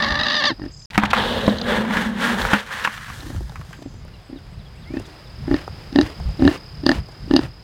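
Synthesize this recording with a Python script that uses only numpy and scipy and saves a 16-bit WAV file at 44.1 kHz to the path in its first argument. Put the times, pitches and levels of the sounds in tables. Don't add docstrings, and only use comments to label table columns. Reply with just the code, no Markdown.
import sys
import numpy as np
from scipy import signal
from scipy.fft import rfft, irfft, next_fast_len
from scipy.io import wavfile
from scipy.ndimage import uniform_filter1d, map_coordinates

SR = 44100
rng = np.random.default_rng(int(sys.argv[2]) if len(sys.argv) > 2 else 0)


def int16_out(signal):
    q = np.round(np.clip(np.atleast_2d(signal).T, -1, 1) * 32767)
    wavfile.write(sys.argv[1], SR, q.astype(np.int16))


def field_ratio(decibels):
    return 10 ** (np.asarray(decibels, dtype=float) / 20)


N = 336483
TIME = np.arange(N) / SR


def unit(x):
    return x / np.sqrt(np.mean(x ** 2) + 1e-20)


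def peak(x):
    return x / np.abs(x).max()


def noise(count=N):
    return rng.standard_normal(count)


def curves(rows):
    s, *cols = np.transpose(rows)
    return [np.interp(TIME, s, c) for c in cols]


def within(rows, fade=0.023):
    since_start = TIME - rows[0][0] + fade
    until_end = rows[-1][0] + fade - TIME
    return np.clip(np.minimum(since_start, until_end) / fade, 0, 1)


def wobble(rate, count=N):
    grid = TIME[:count:8]
    knots = noise(int(count * rate / SR) + 4)
    return np.interp(TIME[:count], grid, map_coordinates(knots, [grid * rate]))


def filtered(x, response):
    m = next_fast_len(len(x) + 8192)
    return irfft(rfft(x, m) * response(np.fft.rfftfreq(m, 1 / SR)), m)[:len(x)]


def modes(peaks):
    def response(f):
        total = 0
        for k, (c, w, db) in enumerate(peaks):
            total = total + (-1) ** k * field_ratio(db) * 1j * f * w / (c * c - f * f + 1j * f * w)
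        return total
    return response


def slope(points):
    hz, db = np.transpose(points)
    return lambda f: field_ratio(np.interp(np.log(f + 1), np.log(hz), db))


def grains(rate, spread_db):
    size_db = spread_db * np.minimum(rng.exponential(size=N), 3)
    return (rng.random(N) < rate / SR) * noise() * field_ratio(size_db)


def add(x, s, sound, lead=0):
    i = round(s * SR) - lead
    x[i:i + len(sound)] += sound[:len(x) - i]


def swells(rows, rise, fall, more_db=0):
    grid = TIME[::64]
    start, end, db = np.transpose(rows)[:3, :, None]
    lost_db = rise * np.clip(start - grid, 0, None) + fall * np.clip(grid - end, 0, None)
    gain = field_ratio(db + np.reshape(more_db, (-1, 1)) - lost_db)
    return np.interp(TIME, grid, gain.sum(axis=0))


# t/s, pitch f/Hz, roughness [0-1]
SQUEAL_VOICE = [
    (0, 585, .75),
    (.345, 590, .62),
    (.385, 600, .22),
    (.413, 550, .3),
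    (.422, 570, .75),
    (.462, 570, .68),
    (.474, 595, .15),
    (.49, 570, .22),
    (.53, 390, .5),
]
# t/s, level/dB, mouth opening level/dB
SQUEAL_LEVEL = [
    (0, -19.5, -6.5),
    (0.035, -21, -4.5),
    (0.15, -22.5, -7),
    (0.22, -23, -1),
    (0.39, -22.5, 0.5),
    (0.43, -21, -4),
    (0.478, -19.5, 3.5),
    (0.508, -22.5, -8),
    (0.535, -51.5, -1),
]
# f/Hz, width/Hz, level/dB
SQUEAL_THROAT = [(231.2, 126, -1), (588.5, 101, -4), (816.4, 198, -1.5), (1184, 310, -3.5),
                 (1800, 308, 0.5)]
# f/Hz, width/Hz, level/dB
SQUEAL_MOUTH = [(2759, 219, -1), (3960, 463, 0), (4963, 406, -5), (5910, 139, -11.5), (6598, 346, -20),
                (8200, 310, -26.5), (9900, 340, -35.5), (12260, 560, -24)]
# t/s, peak level/dB
SQUEAL_FLAPS = [(0.0014, -12), (0.0214, -7), (0.0364, -10), (0.0444, -9), (0.0624, -10.5), (0.0841, -13),
                (0.1043, -12.5), (0.1205, -7.5), (0.1414, -14), (0.1534, -8), (0.171, -12.5), (0.189, -10),
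                (0.1974, -10.5), (0.2104, -8.5), (0.2329, -9.5), (0.2556, -11), (0.2644, -10),
                (0.2824, -11), (0.2998, -10.5), (0.3064, -10), (0.3184, -10), (0.3274, -8.5), (0.3404, -6),
                (0.3514, -8), (0.3654, -9), (0.4194, -8), (0.4374, -6), (0.4524, -8.5)]
FLUTTER_DB_PER_ROUGH, STEADY_ROUGH = 10, .17
FLAP_FADE_S, FLAP_LEAK = .0045, .4
NOSE_HZ, NOSE_WIDTH_HZ = 2420, 350


def squeal():
    hz, rough = curves(SQUEAL_VOICE)
    level_db, mouth_db = curves(SQUEAL_LEVEL)
    phase = 2 * np.pi * np.cumsum(hz * (1 + 0.085 * rough * wobble(200))) / SR
    pulses, sung = np.zeros(N), slice(0, SR)
    for k in range(1, 24):
        pulses[sung] += (1 - min(0.1334 * k, .8) * (k % 2)) * np.sin(k * phase[sung])
    breath = noise() * (1 + np.cos(2 * phase))
    voiced = np.sqrt(1 - .8 * rough) * pulses / pulses[sung].std()
    folds = (voiced + np.sqrt(.8 * rough) * unit(breath)) * within(SQUEAL_LEVEL)

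    t = TIME[:SR // 20]
    slap = np.exp(-t / FLAP_FADE_S) * (1 - np.exp(-t / 0.00046))
    slaps = np.zeros(N)
    for s, db in SQUEAL_FLAPS:
        add(slaps, s, field_ratio(.7 * db + 12) * slap)
    leak = np.interp(TIME, [.36, .385, .41, .42, .458, .468], [FLAP_LEAK, .9, .9, FLAP_LEAK, FLAP_LEAK, .9])
    flutter_db = FLUTTER_DB_PER_ROUGH * np.clip(rough - STEADY_ROUGH, 0, 1)
    chop = (leak + slaps) * field_ratio(flutter_db * .5 * wobble(149.88))

    def nose(f):
        return 1 - 0.74 * modes([(NOSE_HZ, NOSE_WIDTH_HZ, 0)])(f)

    def throat(f):
        return modes(SQUEAL_THROAT)(f) ** 2 * nose(f)

    def mouth(f):
        treble = (1j * f / (2500 + 1j * f)) ** 4 / (1 + 1j * f / 5000) ** 4
        return modes(SQUEAL_MOUTH)(f) * nose(f) * treble

    def even(x):
        return x / np.sqrt(np.abs(uniform_filter1d(x ** 2, size=3000)) + 1e-9)

    low = filtered(folds * np.sqrt(chop), throat)
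    high = filtered(folds * chop, mouth)
    return field_ratio(level_db) * (even(low) + field_ratio(mouth_db) * even(high)) * within(SQUEAL_LEVEL)


# from t/s, to t/s, level/dB
GUSTS = [(.07, .24, -36), (.6, .7, -40), (.98, 1.5, -35), (1.5, 2.1, -40), (2.45, 2.47, -26.5),
         (3.09, 3.12, -36.5), (3.33, 3.45, -34.5), (3.55, 3.64, -44), (3.9, 4.1, -43), (4.55, 4.6, -37.5),
         (4.8, 5.02, -38.5), (5.45, 5.55, -30), (5.7, 5.76, -39.5), (5.98, 6.04, -27.5), (6.24, 6.3, -27.5),
         (6.44, 6.48, -23), (6.82, 6.88, -34.5), (6.96, 7.0, -26), (7.26, 7.44, -30)]
GUST_RISE, GUST_FALL, BREEZE_DB = 185, 245, -44.5


def wind():
    lumps = noise() * field_ratio(2.7 * wobble(25))
    rumble = slope([(20, -26), (44, -2), (85, -4), (140, -5.5), (220, -16.5), (500, -49.0), (1500, -78)])
    gain = field_ratio(BREEZE_DB) + swells(GUSTS, GUST_RISE, GUST_FALL)
    return gain * unit(filtered(lumps, rumble))


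# f/Hz, level/dB per Hz
FIELD = [(59, -26), (100, -22.5), (135, -9), (216, -24.5), (330, -13.5), (4370, -27.5), (4960, -21),
         (5640, -36.5), (14400, -46), (16400, -49)]
# t/s, level/dB
AIR = [
    (0, -38),
    (.86, -57),
    (.9, -49.5),
    (3.4, -54.5),
    (3.75, -49.5),
    (4.6, -50),
    (5.8, -44),
    (6.7, -46),
    (7.63, -50),
]
# t/s, level/dB
CRICKET = [
    [(.5, -52), (.86, -44.5)],
    [(3.4, -60), (4.5, -65), (5.3, -53.5), (5.6, -51.5), (6.7, -47), (7.63, -54)],
]
# t/s, length t/s, start f/Hz, end f/Hz, level/dB
SONGS = [
    (4.134, .03, 2940, 2653, -59),
    (4.751, .04, 2050, 2950, -60),
    (5.045, .02, 3000, 3500, -61.5),
    (4.136, 0.0195, 4185, 3900, -62.5),
    (4.52, .04, 2016, 3000, -65.5),
    (4.657, 0.018, 3444, 3233, -54.5),
    (4.85, 0.18, 1979, 2902, -54),
]
# t/s, level/dB
CHIRPS = [
    (4.359, -56.5),
    (4.589, -58.5),
    (4.82, -56.5),
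    (5.039, -55.5),
    (5.255, -58.5),
]
# t/s, level/dB
BUZZES = [
    (4.24, -71.5),
    (4.5, -73.5),
    (4.75, -71),
    (5.27, -79),
]
# t/s, length t/s, level/dB
RASPS = [
    (0.704, 0.166, -58.5),
    (3.666, .38, -68.5),
]
# start f/Hz, end f/Hz, width/Hz
RASP_LINES = [(7550, 7100, 335), (6500, 6070, 200)]
# t/s, length t/s, start f/Hz, end f/Hz, width/Hz, level/dB
DRONE = (4, 0.06, 2174.5, 2130, 39.5, -67)


def field():
    out = field_ratio(curves(AIR)[0] + wobble(6)) * unit(filtered(noise(), slope(FIELD)))

    stroke = 2 * np.pi * 35.29 * TIME + .19 + .15 * wobble(2)
    beat = np.clip(0.64 + 1.3 * np.sin(stroke), .3, 1)
    wing_hz = 5020 + 140 * np.cos(stroke) + 50 * wobble(150)
    wing = np.sin(2 * np.pi * np.cumsum(wing_hz) / SR) * field_ratio(.8 * wobble(60))
    scrape = unit(filtered(noise(), lambda f: modes([(4950, 450, 0)])(f) ** 2))
    trill = unit(beat * (wing + 0.6 * scrape))
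    for rows in CRICKET:
        out += trill * field_ratio(curves(rows)[0] - 1.0) * within(rows, fade=0.049)

    calls = [(*row[:4], 15, row[4]) for row in SONGS] + [DRONE]
    calls += [(s, life, *line, db) for s, life, db in RASPS for line in RASP_LINES]
    calls += [(s, .03, 4100, 3250, 120, db) for s, db in CHIRPS]
    calls += [(s, .07, 8000, 8000, 300, db) for s, db in BUZZES]
    for s, life, start_hz, end_hz, width_hz, db in calls:
        u = np.linspace(0, 1, int(life * SR))
        hz = start_hz + (end_hz - start_hz) * u + width_hz * wobble(500, count=len(u))
        shape = np.minimum(1, 8 * np.minimum(u, 1 - u)) * field_ratio(1.9 * wobble(120, count=len(u)))
        add(out, s, field_ratio(db + 5.5) * shape * np.sin(2 * np.pi * np.cumsum(hz) / SR))
    return out


# f/Hz, width/Hz, level/dB
SNOUT = [(632.3, 226.5, 1), (932, 589, -3), (1794.5, 105.8, 3)]
# f/Hz, width/Hz, level/dB
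SNOUT_TOP = [(2793, 150, 2.5), (3900, 756, -2.5), (4851, 328, 1.5), (6330, 550, -19.5), (9105, 170, -20.5),
             (13000, 2000, -43)]
# t/s, snap level/dB, boom level/dB
FAR_FLAPS = [(0.5037, -20.5, -23), (.516, -40, -25), (0.5959, -30, -33), (0.6177, -28, -27.5),
             (0.6379, -31.5, -25.5), (0.661, -31, -25), (3.196, -38.5, -42.5), (3.231, -30.5, -36),
             (3.266, -34, -30.5), (3.302, -28.5, -29.5), (3.346, -33.5, -33.5), (3.7897, -39.5, -38.5),
             (3.8244, -34.5, -38.5), (3.8591, -39, -27.5), (4.2984, -47.5, -33), (4.3294, -41.5, -27),
             (4.3597, -44, -31), (4.9059, -46.5, -28), (4.9395, -34.5, -20.5), (4.9697, -24, -18)]
# t/s, snap level/dB, boom level/dB, brightness level/dB, rebound level/dB
NEAR_FLAPS = [(5.4799, -27, -18.5, -35, -6.5), (5.5127, -17, -10.5, -15.5, -7),
              (5.5418, -13, -10.5, -7.5, -16.5), (5.5645, -26.5, -29, 0.23, -9.5),
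              (5.927, -36, -26.5, 4.5, -10.5), (5.959, -11.5, -7.5, -2, -8.5), (5.987, -8, -4.5, -4, -7),
              (6.0118, -12, -13.5, 0.05, -9.5), (6.0313, -42.5, -28, 4.5, -12.5),
              (6.3943, -32.5, -20, 0.5, -0.5), (6.422, -17, -7.5, -9, -6), (6.451, -18.5, -5.5, 1, -5),
              (6.4766, -4.5, -8, -6.5, -6.5), (6.5129, -22, -21, -1, -19), (6.836, -36.5, -21.5, 3.5, -10),
              (6.8644, -9.5, -9, 5, -13), (6.8914, -4.5, -9, -3, -5.5), (6.9153, -9, -15.5, -3.5, -7.5),
              (7.2777, -54.5, -30, 3, -16.5), (7.3104, -16, -9.5, -4, -16.5),
              (7.3373, -17, -6.5, 0.5, -4.5), (7.3632, -8, -8, 2.5, -13), (7.3912, -14, -11.5, -8, -19),
              (7.4343, -28, -30, -0.03, -7.5)]
FAR_BRIGHT_DB, FAR_REBOUND_DB = -9.5, -10.5
OVERTONE = 0.0934


def grunts():
    out, lead = np.zeros(N), SR // 40
    t = (np.arange(SR // 10) - lead) / SR
    after = np.clip(t, 0, 1)
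    swell = np.where(t < .002, np.exp((t - .002) / 0.002534), np.exp(-(t - .002) / 0.00377))
    flaps = [row + (FAR_BRIGHT_DB, FAR_REBOUND_DB) for row in FAR_FLAPS] + NEAR_FLAPS
    for s, snap_db, boom_db, bright_db, rebound_db in flaps:
        luck = noise(3)
        hz = 300 * (1 + 0.03 * luck[0])
        rebound = field_ratio(rebound_db) * np.exp(-((t - .0145) / 0.00647) ** 2)
        boom = -swell * np.cos(2 * np.pi * hz * (t - .0016))
        boom += rebound * np.sin(2 * np.pi * hz * t + luck[1])
        overtones = np.sin(2 * np.pi * 2.0 * hz * t + luck[2]) + 0.61 * np.sin(2 * np.pi * 2.7 * hz * t)
        boom += OVERTONE * (swell + rebound) * overtones

        fade = np.exp(-after / 0.001028) + 0.04 * np.exp(-after / 0.02)
        crack = (1 - np.exp(-after / 0.000361)) * noise(len(t)) * fade
        crack[lead + 12:lead + 14] += .9
        crack += (t < 0) * 0.0338 * np.exp(-np.abs(t) / 0.0061) * noise(len(t))
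        low, top = filtered(crack, modes(SNOUT)), filtered(crack, modes(SNOUT_TOP))
        snap = peak(low) + field_ratio(min(bright_db, 5)) * peak(top)
        add(out, s, field_ratio(boom_db + 6) * boom + field_ratio(snap_db) * snap, lead)
    return out


# start t/s, fullest t/s, end t/s, level/dB
SNORTS = [
    (0.602, 0.635, 0.739, -46),
    (4.88, 4.98, 5.225, -45.5),
    (5.47, 5.58, 5.67, -36),
    (5.93, 6.06, 6.14, -34),
    (6.4, 6.535, 6.585, -29.5),
    (6.86, 6.96, 7.01, -31),
    (7.29, 7.44, 7.495, -36),
    (7.09, 7.14, 7.18, -50.5),
    (5.73, 5.8, 5.93, -50.5),
]
# f/Hz, level/dB per Hz
SNORT_AIR = [(120, -35), (200, -15.5), (305, -1.5), (448, -8.5), (529, -10.5), (623, -9.5), (3310, -20),
             (16000, -44)]


def snorts():
    blow = np.zeros(N)
    for start, full, end, db in SNORTS:
        fading = .3 * full + .7 * end
        blow += field_ratio(db) * np.interp(TIME, [start, full, fading, end], [.2, 1, .5, 0], left=0)
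    drops = unit(grains(900, spread_db=2.5))
    air = (noise() + 0.686 * drops) * field_ratio(2.2 * wobble(70) + 0.85 * wobble(25))
    snout = modes(SNOUT[2:] + SNOUT_TOP[:1])
    return blow * unit(filtered(air, lambda f: slope(SNORT_AIR)(f) * (1 + 0.447 * np.abs(snout(f)))))


# t/s, length t/s, level/dB, f/Hz
SCUFFS = [(0.943, 0.0134, -22.5, 2510), (0.994, 0.011, -21, 2200), (1.05, 0.0154, -17.5, 2600),
          (1.102, 0.0177, -19.5, 3200), (1.145, 0.0101, -23, 3010), (2.529, 0.0177, -12, 1800),
          (2.838, .022, -25, 3900), (2.56, .07, -30, 3200), (5.447, .012, -36, 900),
          (5.56, .012, -30, 2200), (5.583, .014, -32, 2400), (4.995, 0.0059, -44.5, 7970),
          (5.051, 0.033, -49.5, 6000), (3.823, 0.0086, -41, 4600), (6.305, .01, -48, 4800),
          (6.32, .006, -48, 2600), (6.369, .008, -44, 3500), (7.115, .014, -56, 7000),
          (7.14, .014, -44, 1500), (.815, .01, -52, 3200)]
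# t/s, peak level/dB, f/Hz
THUDS = [(3.099, -30, 154), (3.239, -23, 88.8), (3.354, -14, 81.5), (3.409, -19.5, 59.2),
         (3.444, -21.5, 59), (3.499, -21, 139.7), (3.554, -25, 64.4), (3.597, -20, 144.3),
         (3.689, -23, 156), (6.199, -16, 67.3), (6.254, -11, 53.8), (6.289, -19, 51.1), (6.339, -18.5, 140)]


def handling():
    out = np.zeros(N)
    for s, life, db, hz in SCUFFS:
        u = np.arange(SR // 20) / SR / life
        rub = noise(len(u)) * np.sin(np.pi * np.clip(u, 0, 1) ** 0.79)
        surface = modes([(hz, .9 * hz, 0), (.45 * hz, .4 * hz, -2)])
        add(out, s, field_ratio(db + 7) * filtered(rub, lambda f: surface(f) ** 2))
    t = np.arange(SR // 10) / SR
    for s, db, hz in THUDS:
        push = np.exp(-hz * t / 1.044) * (1 - np.exp(-t / .006))
        add(out, s, field_ratio(db + 2) * np.sin(2 * np.pi * hz * t) * push)
    return out


# t/s, peak level/dB, boom level/dB, f/Hz, time to fade 60 dB t/s
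KNOCKS = [(0.978, 4.5, -7, 1354, 0.0286), (1.035, -3.5, -14.5, 1187, 0.0247),
          (0.9554, -14, -42.5, 1750, 0.0274), (1.1616, -12, -41, 1496, .015),
          (1.1674, -9.5, -39, 1300, 0.014), (1.132, -0.84, -42, 1184, 0.04), (1.479, -4, -6, 581, 0.036),
          (1.97, -4.5, -17, 1704, 0.027), (2.451, -6.5, -41.5, 1375, 0.0148),
          (2.485, -16, -44.5, 1310, 0.0193), (2.533, -0.5, -10, 1468, 0.058),
          (2.848, -6.5, -31.5, 1540, 0.054), (2.874, -8.5, -29, 1170, 0.0266),
          (3.557, -23, -44, 1310, 0.0446), (3.729, -26, -49, 1650, 0.083),
          (5.678, -17.5, -52.5, 727, 0.015)]
# t/s, peak level/dB, f/Hz
TICKS = [(0.906, -25, 2560), (0.933, -23.5, 1800), (2.691, -27.5, 1540), (2.709, -21.5, 1330),
         (2.939, -27.5, 1660), (2.977, -21.5, 1650), (3.01, -30, 1570), (3.046, -28.5, 1540),
         (3.082, -26.5, 1500), (3.101, -23.5, 1380), (3.133, -31, 2400), (3.362, -30.5, 1500),
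         (3.407, -26.5, 404), (3.52, -34.5, 800), (3.595, -37, 500), (3.65, -38.5, 834), (3.708, -36, 700),
         (1.82, -21, 1200), (1.85, -22.5, 1200), (1.88, -21, 1200), (1.908, -15.5, 1200), (3.495, -33, 830),
         (3.613, -30, 1260), (3.82, -30.5, 400), (3.94, -36, 450), (4.05, -38, 600), (4.08, -40, 1500),
         (4.388, -43, 1500), (4.468, -42, 1800), (4.999, -25.5, 407), (6.2, -26, 708), (6.289, -31, 495),
         (7.087, -31, 413)]
# t/s, peak level/dB
CREAKS = [(1.416, -32.5), (1.4334, -33), (1.4491, -40), (1.4645, -19), (1.497, -19.5), (1.5407, -30.5),
          (1.556, -34.5), (1.571, -27.5), (1.5847, -15), (1.643, -28), (1.671, -28), (1.6004, -32),
          (1.6141, -13.5), (2.4174, -13.5), (2.9174, -42), (3.1744, -41), (3.205, -29.5), (3.4954, -34)]
EDGE_DB, EDGE_GROWS = -28.5, 0.413


def knocks():
    out, t = np.zeros(N), np.arange(SR // 4) / SR
    air_low = np.sin(2 * np.pi * 208 * t) * field_ratio(-60 * t / 0.155)
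    air_high = np.sin(2 * np.pi * 285 * t) * field_ratio(-60 * t / 0.07)
    thump = air_low + 0.8 * air_high
    taps = [(s, db, db - 23.5, hz, .03) for s, db, hz in TICKS]
    for s, db, boom_db, hz, t60 in KNOCKS + taps:
        fade = field_ratio(-60 * t / t60) + 0.11 * field_ratio(-15 * t / t60)
        shake = noise(len(t)) * (1 - np.exp(-t / 0.0006)) * fade
        shake[8:16] += 1.1
        wall = filtered(shake, modes([(0.56 * hz, 0.26 * hz, -6), (hz, 0.261 * hz, 0),
                                      (1.826 * hz, .5 * hz, -8)]))
        edge = filtered(noise(len(t)) * field_ratio(-60 * t / (0.19 * t60)), modes([(6000, 2070, 0)]))
        blow = field_ratio(db) * peak(wall) + field_ratio(EDGE_DB + EDGE_GROWS * db) * peak(edge)
        add(out, s, blow + field_ratio(boom_db - 1.0) * thump)
    handle = modes([(750, 500, -3), (3900, 900, 0), (6500, 900, -9)])
    for s, db in CREAKS:
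        slip = noise(len(t)) * field_ratio(-60 * t / 0.02)
        add(out, s, field_ratio(db) * peak(filtered(slip, lambda f: handle(f) ** 2)))
    return out


# from t/s, to t/s, strength level/dB, hollow cup level/dB, spilling grain level/dB
STROKES = [(0.948, 0.958, -48, 0.5, -2), (1.023, 1.042, -29.5, -1.5, -36), (1.177, 1.195, -23, -1.5, -19),
           (1.253, 1.522, -32.5, 4.5, -12), (1.689, 1.763, -23.5, -0.43, -17),
           (1.937, 2.024, -25, -9, -15.5), (2.224, 2.296, -21.5, -12.5, -15),
           (2.401, 2.424, -28, -3.5, -10.5), (2.516, 2.545, -21.5, -8, -19.5),
           (2.725, 2.863, -29.5, -13.5, -15), (2.943, 3.118, -39, -28.5, -11),
           (3.14, 3.373, -48, -3.5, -1.5), (3.469, 3.741, -54.5, -6, -3.5)]
STROKE_RISE, STROKE_FALL, SPILL_FALL = 317, 193.7, 138.3
# t/s, level/dB
DRAG = [
    (1.0, -59),
    (1.05, -41),
    (1.6, -33.5),
    (1.72, -28.5),
    (1.9, -25),
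    (2.18, -27.5),
    (2.37, -24.5),
    (2.44, -43),
]
CUP_THUMP_DB = -5
DRAG_RATTLE_DB, DRAG_CUP_DB = -16.5, -13
# t/s, share of the higher note [0-1]
CUP_FILLS = [
    (1.14, 0.992),
    (1.3, 0.23),
    (1.45, 0.043),
    (1.65, 0),
    (1.9, 0.44),
]
# t/s, level/dB
LIP = [
    (1.13, -48),
    (1.17, -31),
    (1.3, -35),
    (1.4, -39),
    (1.5, -48),
    (1.6, -58),
]
# f/Hz, level/dB per Hz
RATTLE = [(410, -34.5), (700, -19.5), (1060, -0.5), (1770, 2), (2400, -7), (3090, -8.5), (7000, -32.5),
          (9100, -32), (15400, -120)]
# f/Hz, level/dB per Hz
HISS = [(2350, -23.5), (4000, -10.5), (6260, -13), (14200, -23), (15800, -24.5), (16400, -39)]
DIG_SPAN = [
    (.91,),
    (3.85,),
]


def digging():
    *_, hollow_db, spill_db = np.transpose(STROKES)
    stroke = swells(STROKES, STROKE_RISE, STROKE_FALL)
    cup = swells(STROKES, STROKE_RISE, STROKE_FALL, hollow_db)
    spill = swells(STROKES, STROKE_RISE, SPILL_FALL, spill_db)
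    drag = field_ratio(curves(DRAG)[0]) * within(DRAG)

    hail = unit(grains(5000, spread_db=2)) * field_ratio(1.8 * wobble(60))
    plastic = modes([(1650, 200, 0), (3700, 400, -3)])
    rattle = unit(filtered(hail + 1.02 * noise(),
                           lambda f: slope(RATTLE)(f) * (1 + 0.684 * np.abs(plastic(f)))))
    hiss = unit(filtered(1.16 * hail + noise(), slope(HISS)))
    bucket_air = modes([(213, 60, 0), (270, 80, -2.5), (340, 120, -7)])
    boom = unit(filtered(grains(3000, spread_db=1.03), lambda f: bucket_air(f) ** 2))

    def note(hz, width_hz, sharpness=2):
        return unit(filtered(hail + noise(), lambda f: modes([(hz, width_hz, 0)])(f) ** sharpness))

    high = np.clip(curves(CUP_FILLS)[0], 0, 1)
    scoop = np.sqrt(1 - high) * note(514, 222.6) + np.sqrt(high) * note(844.3, 389) + 0.377 * note(673, 734)
    lip = note(3300, 2200, sharpness=3)

    out = (stroke + field_ratio(DRAG_RATTLE_DB) * drag) * rattle
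    out += (drag + field_ratio(CUP_THUMP_DB) * cup) * boom
    out += (cup + field_ratio(DRAG_CUP_DB) * drag) * (scoop + field_ratio(-11.5) * lip)
    out += spill * hiss
    out += field_ratio(curves(LIP)[0]) * within(LIP) * lip
    return out * within(DIG_SPAN, fade=0.0045)


# from t/s, to t/s
SILENCE = (.858, .902)


def scene():
    mix = squeal() + wind() + field() + grunts() + snorts() + handling() + knocks() + digging()
    heard = (TIME < SILENCE[0]) | (TIME > SILENCE[1])
    return (mix * heard)[None]


def roll_off(x):
    return signal.sosfilt(signal.butter(12, 16550, fs=SR, output="sos"), x)


def record(dry):
    mix = np.clip(dry, -1, 1)
    return roll_off(mix)


dry = scene()
out = record(dry)
int16_out(out)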